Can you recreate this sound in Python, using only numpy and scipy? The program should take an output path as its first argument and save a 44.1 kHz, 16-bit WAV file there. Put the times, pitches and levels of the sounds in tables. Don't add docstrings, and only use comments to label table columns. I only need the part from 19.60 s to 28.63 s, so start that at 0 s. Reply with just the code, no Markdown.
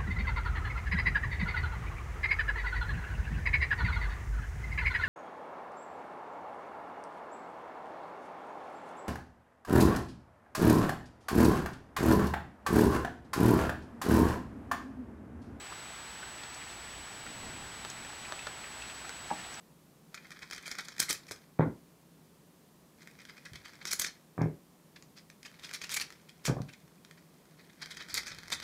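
import sys
import numpy as np
from scipy import signal
from scipy.fft import rfft, irfft, next_fast_len
from scipy.io import wavfile

SR = 44100
rng = np.random.default_rng(int(sys.argv[2]) if len(sys.argv) > 2 else 0)


def generate_wav(signal):
    frames = np.transpose(np.atleast_2d(signal))
    scaled = np.clip(frames, -1, 1) * 32767
    pcm = np.round(scaled).astype(np.int16)
    wavfile.write(sys.argv[1], SR, pcm)


N = 398223


def amp(db):
    return 10 ** (np.asarray(db) / 20)


def rms(x):
    return np.sqrt(np.mean(x ** 2) + 1e-20)


def unit(x):
    return x / rms(x)


def clock(size):
    return np.arange(size) / SR


def along(points, hz):
    point_hz, values = np.transpose(points)
    return np.interp(np.log(hz + 1), np.log(point_hz), values)


def filtered(x, gain):
    size = 2 * next_fast_len(len(x) // 2 + 4096)
    hz = np.fft.rfftfreq(size, 1 / SR)
    cepstrum = irfft(np.log(np.maximum(gain(hz), 1e-6)))
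    cepstrum[1:size // 2] *= 2
    cepstrum[size // 2 + 1:] = 0
    return irfft(rfft(x, size) * np.exp(rfft(cepstrum)))[:len(x)]


def cushion(hz, hard_hz):
    return 1 / np.sqrt(1 + (hz / hard_hz) ** 4)


def add(track, s, sound):
    start = max(round(s * SR), 0)
    part = sound[:max(N - start, 0)]
    track[start:start + len(part)] += part


# frequency in Hz, relative level in dB.
ROOM_TONE_SPECTRUM = [(15, -54), (25, -23), (79, -12), (119, -16), (140, -8), (160, -3), (281, -8),
                      (482, -13), (871, -19.5), (997, -18), (1490, -24.5), (1750, -25), (2630, -27.5),
                      (14300, -30.5), (15500, -34)]
def room_tone(air_db=-61.5, drone_db=-67, drone_hz=163):
    air = filtered(rng.standard_normal(N), lambda hz: amp(along(ROOM_TONE_SPECTRUM, hz)))
    drone = filtered(rng.standard_normal(N), lambda hz: 1 / (1 + ((hz - drone_hz) / 16) ** 2))
    return amp(air_db) * unit(air) + amp(drone_db) * unit(drone)


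def creases(size, per_second, spread_db):
    happens = rng.random(size) < per_second / SR
    strength = amp(spread_db * np.clip(rng.standard_normal(size), -2, 2))
    return unit(happens * strength * rng.choice([-1, 1], size))


# frequency in Hz, relative level in dB.
FOIL_SPECTRUM = [(40, -7.5), (150, -8.5), (400, -8.5), (750, -10.5), (1050, -6.5), (1400, 0.5), (1900, 3),
                 (2350, 1.5), (3500, -2), (4800, 3), (6500, 2), (8500, -2.5), (12000, -5.5), (15500, -12.5)]
def foil(clicks, bright_db, facet_hz=4500, facet_db=0):
    def colour(hz):
        treble = 1 / (1 + (6000 / (hz + 1)) ** 3)
        facet = 1 / (1 + ((hz - facet_hz) / (0.12 * facet_hz)) ** 2)
        return unit(amp(along(FOIL_SPECTRUM, hz) + bright_db * treble + facet_db * facet))
    return filtered(clicks, colour)


# time in seconds, relative level in dB.
WAND_BOUTS = [
    [(0.52, -64.5), (1.108, -48.5), (1.9, -71)],
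    [(3.38, -61), (4.302, -54.5), (4.65, -71)],
    [(5.8, -71), (6.174, -51.5), (6.65, -66), (7.1, -68.5), (7.75, -72.5), (8.15, -63)],
    [(8.15, -60), (8.456, -50.5), (9.03, -48)],
]
def brushing(level_db=-7.5):
    crackle = creases(N, per_second=2200, spread_db=8)
    return amp(level_db) * motion(clock(N)) * foil(crackle, bright_db=-24.5)


def motion(s):
    bouts = map(np.transpose, WAND_BOUTS)
    return sum(np.interp(s, times, amp(db), left=0, right=0) for times, db in bouts)


def chance_events(slots, over_db, spread_db):
    place, strength = rng.random((slots, 2)).T
    times = (np.arange(slots) + place) * N / SR / slots
    offsets_db = over_db + spread_db * (2 * strength - 1)
    return [(s, 20 * np.log10(gain) + db)
            for s, gain, db in zip(times, motion(times), offsets_db) if gain > 0]


def pings(swell, per_second, cycles, spread_db):
    count = 3 + int(per_second * swell.sum() / SR)
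    start = rng.choice(len(swell), count, p=swell ** 2 / np.sum(swell ** 2))[:, None]
    hz = rng.uniform(2044, 10220, (count, 1))
    strength = amp(spread_db * np.clip(rng.standard_normal((count, 1)), -2, 2)) * np.sqrt(hz)
    t = clock(400)
    rings = strength * np.sin(2 * np.pi * hz * t) * np.exp(-hz * t / cycles)
    positions = start + np.arange(len(t))
    out = np.bincount(positions.ravel(), rings.ravel(), len(swell))[:len(swell)]
    return out / np.linalg.norm(out)


# time in seconds, pitch in Hz.
FACET_PITCH = [(1.2, 2300), (1.45, 8000), (1.7, 2320), (4.1, 1980), (4.35, 7000), (5.4, 2820), (7.5, 2800),
               (8.3, 3750)]
# peak time in seconds, level in dB, time scale of the swell in seconds, brightness in dB.
CRUMPLES = [(0.549, -43.5, 0.0086, -12), (0.577, -45, .009, -35), (0.651, -50, 0.011, -37),
            (.72, -44, 0.0083, -17), (0.771, -50, 0.0065, -41), (0.828, -42.5, 0.016, -28),
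            (0.93, -39.5, 0.013, -18), (.983, -44, .011, -34), (1.067, -41, .018, -9),
            (1.115, -36.5, 0.014, -13), (1.192, -36.5, 0.015, -25), (1.252, -48.5, 0.011, -3),
            (1.291, -50, 0.013, -27), (1.399, -27.5, 0.009, -2), (1.421, -33, 0.012, -19),
            (1.501, -29, 0.02, -5), (1.548, -43, 0.012, -19), (1.688, -49, .012, -7),
            (1.718, -41, 0.013, 0), (3.422, -55, 0.012, -13), (3.603, -52, .014, -25),
            (3.695, -47.5, 0.018, -28), (3.781, -49.5, 0.0064, -20), (3.863, -45, 0.013, -31),
            (3.958, -46, 0.0095, -22), (4.059, -47.5, 0.023, -24), (4.218, -48, .014, -35),
            (4.278, -39, .027, -6), (4.315, -31, .011, 1), (4.332, -31, 0.01, 0), (4.397, -33, 0.0098, 2),
            (4.418, -33.5, .018, -6), (4.446, -35.5, .014, -12), (4.468, -37.5, .016, -9),
            (5.365, -49.5, .011, -24), (5.579, -53, 0.027, -17), (5.859, -45, 0.018, -15),
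            (6.046, -44, 0.03, -10.5), (6.091, -47, .008, -21), (6.144, -37, 0.019, -3),
            (6.22, -42.5, 0.015, -11), (6.242, -37, .01, -12), (6.303, -41, .014, -8),
            (6.321, -36, 0.022, -2), (6.344, -29.5, 0.0082, 8), (6.369, -28, .011, -3),
            (6.414, -32.5, 0.018, -5), (6.693, -50, .01, -8), (6.865, -32.5, 0.027, -3.5),
            (7.092, -48, 0.012, -23), (7.136, -52.5, 0.017, -13), (7.58, -58.5, .014, -33),
            (7.997, -56.5, .02, -41), (8.1, -56, .01, -27), (8.224, -39, 0.016, -26),
            (8.314, -42, 0.017, -10), (8.372, -40.5, 0.0087, -16), (8.407, -42.5, 0.025, -29),
            (8.506, -44.5, 0.03, -16), (8.553, -34, 0.018, -5), (8.578, -30.5, 0.022, -10),
            (8.677, -41, 0.026, -15), (8.719, -42, .011, -27), (8.928, -30.5, .023, -13),
            (9.028, -38, .008, -16)]
def crinkles(ping_db=-6, facet_db=6, scatter_octaves=0.25, flutter_s=0.008, flutter_bright_db=-28):
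    out, t = np.zeros(N), clock(12000)
    flutter = [(s, db, flutter_s, flutter_bright_db)
               for s, db in chance_events(slots=110, over_db=-0.5, spread_db=3)]
    for s, db, length, bright_db in CRUMPLES + flutter:
        facet_hz = np.interp(s, *np.transpose(FACET_PITCH))
        facet_hz *= 2 ** (scatter_octaves * rng.standard_normal())
        lead = 2 * length
        from_peak = (t - lead) / length
        rise = np.exp(-(from_peak / 0.5) ** 2)
        fall = np.exp(-(np.abs(from_peak) / 0.75) ** 1.4)
        swell = np.where(from_peak < 0, rise, fall)
        clicks = swell * creases(len(t), per_second=5000, spread_db=5.5)
        clicks /= np.linalg.norm(clicks)
        clicks += amp(ping_db) * pings(swell, per_second=350, cycles=8, spread_db=2)
        crumple = unit(foil(clicks, bright_db, facet_hz, facet_db)) * rms(swell)
        add(out, s - lead, amp(db) * room(crumple, wet_db=-9.5, build_s=0.005))
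    return out


# frequency in Hz, seconds to fall by 60 dB.
ROOM_DECAY = [(100, .28), (400, .26), (1500, .23), (4000, .23), (9000, .19), (15000, .15)]
def room(x, wet_db, build_s):
    hz, t, noise = signal.stft(rng.standard_normal(SR // 3), SR, nperseg=256)
    decay = amp(-60 * t / along(ROOM_DECAY, hz)[:, None])
    tail = signal.istft(noise * decay, SR, nperseg=256)[1]
    tail *= 1 - np.exp(-(clock(len(tail)) / build_s) ** 2)
    echo = signal.fftconvolve(x, tail / np.linalg.norm(tail))[:len(x)]
    return x + amp(wet_db) * echo


# relative level in dB, brightness in dB.
BRIGHTNESS_BY_LEVEL = [(-29, -12), (-39.5, 2), (-20, 10)]
# start in seconds, relative level in dB.
SHARP_TICKS = [(0.5444, -39.5), (0.7061, -45), (.911, -35.5), (.9322, -37.5), (0.9482, -42),
               (0.9797, -42.5), (1.0792, -35.5), (1.116, -45), (1.1532, -43.5), (1.186, -34.5),
               (1.2076, -41.5), (1.2846, -37), (1.382, -39.5), (1.402, -20), (1.428, -28.5),
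               (1.5078, -25.5), (1.5283, -27), (1.711, -37), (3.4736, -46), (3.6524, -47), (3.856, -45),
               (3.934, -45), (3.9572, -43), (4.1346, -50.5), (4.2537, -32), (4.3326, -24.5),
               (4.3966, -22.5), (4.4187, -27.5), (4.447, -32.5), (4.8177, -47), (5.4244, -49),
               (5.7006, -47), (5.83, -46), (6.1123, -41), (6.2163, -40), (6.2936, -36), (6.399, -31.5),
               (6.5041, -45.5), (6.5242, -47), (6.853, -32), (7.0178, -45), (7.4487, -49.5), (7.511, -48),
               (8.2196, -40), (8.2593, -42.5), (8.486, -46), (8.5422, -27), (8.668, -39), (8.7476, -46),
               (8.9025, -37.5), (8.9225, -31)]
def ticks(level_db=4, decay_s=0.0018):
    out, t = np.zeros(N), clock(9000)
    fade = np.exp(-t / decay_s)
    small_ticks = chance_events(slots=120, over_db=5, spread_db=4)
    for s, db in SHARP_TICKS + small_ticks:
        bright_db = np.interp(db, *np.transpose(BRIGHTNESS_BY_LEVEL))
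        pop = unit(fade * rng.standard_normal(len(t))) * rms(fade)
        add(out, s, amp(db + level_db) * room(foil(pop, bright_db), wet_db=-7, build_s=0.001))
    return out


# start in seconds, level in dB, hardness in Hz.
TOY_KNOCKS = [(1.3963, -42, 200), (1.5015, -38, 400), (1.7107, -39, 600), (4.332, -45, 500),
              (4.418, -46, 600), (6.367, -47, 700), (8.536, -47, 160)]
def toy_knocks(decay_s=0.0052):
    out, t = np.zeros(N), clock(9000)
    fade = np.exp(-t / decay_s)
    for s, db, hard_hz in TOY_KNOCKS:
        burst = fade * rng.standard_normal(len(t))
        knock = filtered(burst, lambda hz: cushion(hz, hard_hz) * hz / (hz + 70))
        add(out, s, amp(db) * room(unit(knock) * rms(fade), wet_db=-7, build_s=0.0021))
    return out


# frequency in Hz, relative level in dB, seconds to fall by 60 dB.
PLANK_MODES = [(56.8, -16.0, 0.25), (68.7, -26.2, 0.25), (118.5, -8.7, 0.22), (132.2, -3.3, 0.2),
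               (156.1, -0.2, 0.19), (199.1, -11.2, 0.19), (233.7, -12.0, 0.16), (273.5, -11.3, 0.24),
               (347.8, -10.1, 0.18), (403.4, -13.7, 0.15), (485.2, -5.3, 0.1), (560.5, -15.7, 0.14),
               (635.0, -13.9, 0.1), (736.5, -19.3, 0.1), (832.7, -13.7, 0.09)]
# start in seconds, relative push in dB, hardness in Hz, slap level in dB.
PAW_FALLS = [(1.990, -25, 2000, -37), (1.9952, -0.5, 900, -32), (2.007, -11, 1500, -26),
             (2.021, -10, 450, -30), (2.0634, -16, 295, -29.5), (3.918, -24, 100, -50),
             (3.938, -25, 110, -51), (4.779, -21, 1370, -36.5), (4.7894, -10.5, 480, -38),
             (4.81, -27, 2140, -37), (4.815, -5.5, 595, -35), (4.8325, -19, 250, -38),
             (4.839, -8, 250, -32), (4.8586, -11, 396, -33.5), (6.878, -24, 1920, -31.5),
             (6.883, -10, 537, -33.5), (6.8965, -5.5, 240, -29), (6.913, -14, 440, -32.5),
             (6.968, -17.5, 1000, -39), (7.003, -11.5, 214, -38.5), (7.049, -29, 170, -48)]
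def paws(ring_db=-22, thud_db=-18, slap_decay_s=0.0037, wood_hz=1700, plank_hz=150,
         second_push_s=0.0066, second_push_db=-9, second_push_hardness=0.61):
    out, t = np.zeros(N), clock(20000)
    ring = sum(amp(db - 60 * t / t60) * np.cos(2 * np.pi * hz * t) for hz, db, t60 in PLANK_MODES)
    thud = np.cos(2 * np.pi * 190 * t) * np.exp(-t / 0.0012)
    floor = amp(ring_db) * ring + amp(thud_db) * thud
    fade = np.exp(-t / slap_decay_s)
    second_pushes = [(s + second_push_s, push_db + second_push_db,
                      hard_hz * second_push_hardness, slap_db + second_push_db)
                     for s, push_db, hard_hz, slap_db in PAW_FALLS]
    for s, push_db, hard_hz, slap_db in PAW_FALLS + second_pushes:
        def pad(hz):
            return cushion(hz, hard_hz) * cushion(hz, wood_hz)

        def slap_colour(hz):
            bass_cut = hz / (hz + hard_hz / 2) * cushion(plank_hz, hz + 1)
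            return pad(hz) * cushion(hz, 1.39 * hard_hz) * bass_cut

        boom = amp(push_db) * filtered(floor, pad)
        slap = filtered(fade * rng.standard_normal(len(t)), slap_colour)
        slap = amp(slap_db) * unit(slap) * rms(fade)
        add(out, s, boom + room(slap, wet_db=1, build_s=0.007))
    return out


# time in seconds, level in dB.
CLOSE_SWINGS = [(8.45, -85), (8.55, -61), (8.65, -60.5), (8.82, -64), (9.03, -63)]
def draught():
    times, db = np.transpose(CLOSE_SWINGS)
    air = filtered(rng.standard_normal(N), lambda hz: cushion(hz, 117) * hz / (hz + 60))
    return unit(air) * np.interp(clock(N), times, amp(db), left=0)


# time in seconds, share of the band lost, 0 to 1.
NOTCH_DEPTH = [(1.3, .88), (1.5, 0.73), (4.1, 0.78), (4.3, 0.66), (5.4, 0.42), (7.5, 0.63), (8.2, 0.8)]
def device_notch(x, notch_hz=2810, half_width_hz=260):
    size = next_fast_len(N + SR // 2)
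    hz = np.fft.rfftfreq(size, 1 / SR)
    band_gain = np.exp(-((hz - notch_hz) / half_width_hz) ** 6)
    band = irfft(rfft(x, size) * band_gain, size)[:N]
    depth = np.interp(clock(N), *np.transpose(NOTCH_DEPTH))
    return x - depth * band


def scene():
    play = crinkles() + ticks() + brushing() + toy_knocks() + draught() + paws()
    return (device_notch(play) + room_tone())[None]


def record(dry, bass_hz=42, top_hz=15700):
    size = next_fast_len(N + SR // 2)
    hz = np.fft.rfftfreq(size, 1 / SR)
    low_cut = signal.butter(2, bass_hz, "highpass", fs=SR, output="sos")
    lean = signal.sosfilt(low_cut, dry)
    band_limit = 1 / (1 + (hz / top_hz) ** 160)
    return irfft(rfft(lean, size) * band_limit, size)[:, :N]


dry = scene()
out = record(dry)
generate_wav(out)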